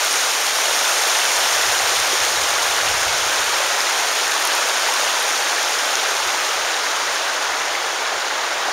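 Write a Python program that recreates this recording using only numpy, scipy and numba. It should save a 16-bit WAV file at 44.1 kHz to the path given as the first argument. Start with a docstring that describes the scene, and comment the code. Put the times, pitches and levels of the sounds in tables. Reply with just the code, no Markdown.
"""A broad rush of water is heard first: a flood pours over a woodland road into a long line of foam.
Filtered noise stands for the countless far bubbles; damped sines make ringing bubbles and fizzing foam.
A light breeze rumbles on the microphone as shaped low noise, with one gust and brief buffets.
Single droplets tick and single bubbles ring close by, each a damped sine at its own moment.
The hand-held mono microphone slowly turns away from the foam at the water's edge, so the hiss dulls."""
import sys
import numpy as np
from scipy import signal
from scipy.fft import rfft, irfft, next_fast_len
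from scipy.io import wavfile
from numba import njit

SR = 44100
rng = np.random.default_rng(int(sys.argv[2]) if len(sys.argv) > 2 else 0)


def put_to_file(sound):
    """Save the sound as 16-bit audio at rate SR, in the file named by the first command-line argument."""
    columns = np.atleast_2d(sound).T  # one column per channel
    safe = np.clip(columns, -1, 1)
    whole_steps = np.round(safe * 32767)
    wavfile.write(sys.argv[1], SR, whole_steps.astype(np.int16))


N = 384552

# filter that colours the breaking water: (frequency [Hz], gain [dB])
WATER_COLOUR = [(190, -34), (260, -13), (390, -8.5), (520, -3.5), (820, 0.5), (1100, -0.5), (1500, 1.55),
                (1950, -1.5), (2700, -3.5), (3500, -3), (4900, -6), (6700, -3), (9500, -20), (15500, -32.5)]
# strength of the breaking wave: (time [s], churn level [dB])
WAVE_SURGE = [(.45, -24), (1.3, -22.5), (5.6, -23), (8.72, -24)]
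# how far the microphone has turned from the foam: (time [s], angle [degrees])
MICROPHONE_TURN = [(0, 3), (1.2, 8), (3, 25), (5.1, 27), (6, 35), (8, 64), (8.72, 68)]
# filter that colours the wind's rumble on the microphone: (frequency [Hz], gain [dB])
RUMBLE_COLOUR = [(20, -16), (45, -5.5), (80, 1.5), (135, -2.5), (180, -3), (260, -47)]
# single strong eddies striking the microphone: (time [s], rumble level [dB])
WIND_BUFFETS = [(1.565, -49), (1.70, -44), (1.82, -48), (1.995, -43), (2.28, -51), (2.405, -48),
                (2.95, -42), (3.09, -40), (3.22, -44), (4.06, -54), (6.27, -53), (7.51, -56), (8.56, -54)]
# droplets bursting close by: (time [s], starting level [dB], starting pitch [Hz])
NEAR_DROPLETS = [(.1287, -2, 8800), (.8115, -13, 7500), (.8860, -8, 9500), (.9787, -11, 7500),
                 (1.2450, -14, 9500), (1.4367, -15, 9500), (2.0748, -10, 10500), (3.3329, -11, 8500),
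                 (4.4523, -2, 10000), (4.4738, -5, 10500), (4.5512, -6, 9600), (4.9398, -8, 10000),
                 (5.2250, -9, 11000), (5.4885, -17, 9500)]
# single bubbles, low and high, ringing close by: (time [s], starting level [dB], starting pitch [Hz])
NEAR_BUBBLES = [(2.131, -23, 375), (3.8062, -5, 5170), (4.906, -15, 836), (5.9552, -3, 6200),
                (6.7422, -10, 3750), (7.753, -11, 2100), (8.657, -15, 810), (8.684, -12.5, 740)]

# bands of the water: churn lies lowest, then hiss, sizzle and the finest fizz
CHURN_EDGE_HZ, HISS_EDGE_HZ, SIZZLE_EDGE_HZ = 2200, 5200, 7800
# level of each treble band relative to the churn at angle zero, and what it loses as the microphone turns
HISS_DB, HISS_LOSS_DB_PER_DEG = 0, 0.0753
SIZZLE_DB, SIZZLE_LOSS_DB_PER_DEG = 0.64, 0.125
FINE_DB, FINE_LOSS_DB_PER_DEG = -2.5, 0.1738
# one gust builds and dies away over a faint draught
CALM_DB, GUST_DB, GUST_PEAK_S = -61.5, -45.5, 3.06
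GUST_RISE_DB_PER_S, GUST_FALL_DB_PER_S = 9, 23
BUFFET_S = 0.025  # time from a buffet's peak until its power is down to 1/e
NOTCH_HZ, NOTCH_WIDTH_HZ, TOP_HZ = 7900, 1170, 15650


def undb(db):
    """The decibel is logarithmic: 20 dB is a tenfold amplitude gain."""
    return 10 ** (np.asarray(db) / 20)


def level(x, db):
    """Root-mean-square scaling: bring a signal to a given rms level."""
    return x * undb(db) / np.sqrt(np.mean(x ** 2))


def curves(table):
    """Linear interpolation: the columns of a time table, one value a sample."""
    s, *columns = np.transpose(table)
    return [np.interp(np.arange(N) / SR, s, column) for column in columns]


def walk(rate):
    """Random modulation: chance levels, rate of them a second, joined by straight lines, rms 1."""
    knots = rng.standard_normal(int(N / SR * rate) + 2)
    return level(np.interp(np.arange(N) / SR * rate, np.arange(len(knots)), knots), 0)


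def shape(x, gain):
    """Linear filtering: multiply the spectrum by a gain that is a function of frequency."""
    size = next_fast_len(N + SR // 10)  # padding keeps the end from wrapping onto the start
    hz = np.maximum(np.arange(size // 2 + 1) * SR / size, 1)
    return irfft(rfft(x, size) * gain(hz), size)[:N]


def colour(x, points):
    """Spectral colouring: filter by points joined on a log-frequency axis."""
    at_hz, db = np.transpose(points)
    return shape(x, lambda hz: undb(np.interp(np.log(hz), np.log(at_hz), db)))


def below(x, edge_hz, order=8):
    """Low-pass filtering: the part of a sound under an edge frequency, without phase shift."""
    return shape(x, lambda hz: 1 / (1 + (hz / edge_hz) ** order))


@njit
def ring(start, hz, cycles, size, glide):
    """Damped oscillation: each sine falls 60 dB in so many cycles; glide raises its pitch near the surface."""
    out = np.zeros(N)
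    for k in range(len(start)):
        length = cycles[k] * SR / hz[k]
        first = int(start[k] * SR)
        fade = np.exp(-np.log(1000) / length)
        phase, amplitude = 0., size[k]
        for i in range(max(0, min(int(length), N - first))):
            phase += 2 * np.pi * hz[k] / SR * (1 + glide * i / length)
            out[first + i] += amplitude * np.sin(phase)
            amplitude *= fade
    return out


def rush(flicker_db=0.5, count=16):
    """Incoherent summation: far bubbles merge into noise, each size range surging on its own."""
    rest, out = rng.standard_normal(N), 0
    for edge_hz in np.geomspace(350, 14000, count):
        band = below(rest, edge_hz)
        rest = rest - band
        out = out + band * undb(flicker_db * walk(55))
    return level(out + rest, 0)


def bubbles(low_hz=330, high_hz=5500, cycles=30, spread_db=2.0, glide=0.2, count=40000):
    """Bubble resonance: air folded under the wave rings at many sizes, a few much louder than the rest."""
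    when, bore, life, strength = rng.random((count, 4)).T
    hz = low_hz * (high_hz / low_hz) ** bore
    # small bubbles die sooner, so they need more height for the same share of the sound
    size = hz ** 0.79 * undb(-spread_db * np.log(np.maximum(strength, 0.004)))
    return level(ring(when * N / SR, hz, cycles * (0.5 + life), size, glide), 0)


def fizz(low_hz=4200, high_hz=16000, cycles=8, spread_db=2.85, cluster_db=1.1, count=44000):
    """Impulsive excitation: foam films snap for a few cycles, the highest strongest, and swell in clusters."""
    when, bore, life, strength = rng.random((count, 4)).T
    hz = low_hz + (high_hz - low_hz) * bore
    size = hz ** 1.4 * undb(-spread_db * np.log(np.maximum(strength, 0.003)))
    snaps = ring(when * N / SR, hz, cycles * (0.5 + life), size, 0.)
    return level(snaps * undb(cluster_db * walk(60)), 0)


def off_axis(x, angle, dip_hz=11400, width_hz=800, depth=0.48):
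    """Diffraction: sound bends round the turning microphone's body and partly cancels in one treble band."""
    dip_band = shape(x, lambda hz: np.exp(-((hz - dip_hz) / width_hz) ** 2))
    return x - depth * angle / angle.max() * dip_band


def torrent(bubble_db=-5.5, fizz_db=-2.0, slosh_db=0.18):
    """Directivity: breaking water loses its treble, the finest fizz most, as the foam leaves the axis."""
    surge_db, = curves(WAVE_SURGE)
    angle, = curves(MICROPHONE_TURN)
    mixture = rush() + undb(bubble_db) * bubbles() + undb(fizz_db) * fizz()
    water = colour(mixture, WATER_COLOUR)
    churn = below(water, CHURN_EDGE_HZ)
    hiss = below(water - churn, HISS_EDGE_HZ, order=40)
    sizzle = below(water - churn - hiss, SIZZLE_EDGE_HZ, order=40)
    fine = off_axis(water - churn - hiss - sizzle, angle)
    treble = level(hiss, HISS_DB) * undb(-HISS_LOSS_DB_PER_DEG * angle)
    treble = treble + level(sizzle, SIZZLE_DB) * undb(-SIZZLE_LOSS_DB_PER_DEG * angle)
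    treble = treble + level(fine, FINE_DB) * undb(-FINE_LOSS_DB_PER_DEG * angle)
    # small collapses of the crest throw up spray and sway all the treble at once
    spray = undb(slosh_db * walk(45)) * treble
    return undb(surge_db) * (level(churn, 0) + spray)


def breeze(flutter_db=3.0, edge_hz=160):
    """Turbulent pressure: moving air rumbles on the microphone as a draught, one gust and brief buffets."""
    t = np.arange(N) / SR
    rise_db = GUST_RISE_DB_PER_S * (GUST_PEAK_S - t)
    fall_db = GUST_FALL_DB_PER_S * (t - GUST_PEAK_S)
    gust_db = GUST_DB - np.maximum(rise_db, fall_db)
    power = undb(gust_db + flutter_db * walk(18)) ** 2
    for s, db in WIND_BUFFETS:
        power = power + undb(db) ** 2 * np.exp(-((t - s) / BUFFET_S) ** 2)
    draught, eddies = (colour(noise, RUMBLE_COLOUR) for noise in rng.standard_normal((2, N)))
    draught = level(draught * undb(flutter_db * walk(18)), CALM_DB)
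    return draught + level(below(eddies, edge_hz), 0) * np.sqrt(power)


def pops(table, cycles, glide):
    """Superposition: separate damped sines add, each at its own moment."""
    s, db, hz = np.transpose(table).astype(float).copy()
    return ring(s, hz, np.full(len(s), float(cycles)), undb(db), float(glide))


def droplets():
    """Rapid damping: a high ring of few cycles is heard as a tick."""
    return pops(NEAR_DROPLETS, cycles=13, glide=0.05)


def near_bubbles():
    """Light damping: more cycles let a single bubble ring with a rising pitch."""
    return pops(NEAR_BUBBLES, cycles=31, glide=0.11)


def scene():
    """Superposition: water, breeze and near sources reach one microphone, alike in both channels."""
    near = droplets() + near_bubbles()
    near = near - below(near, 220)  # the close sounds are heard with little bass below about 220 Hz
    mono = torrent() + near + breeze()
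    return np.array([mono, mono])


def record(dry):
    """Band limitation: the recorder has a narrow notch in the treble and cuts the top."""
    b, a = signal.iirnotch(NOTCH_HZ, NOTCH_HZ / NOTCH_WIDTH_HZ, fs=SR)
    notched = signal.lfilter(b, a, dry)
    # elliptic low-pass: 0.1 dB ripple below the edge, 90 dB rejection above
    top_cut = signal.ellip(12, 0.1, 90, TOP_HZ, fs=SR, output="sos")
    return signal.sosfilt(top_cut, notched)


dry = scene()
out = record(dry)
put_to_file(out)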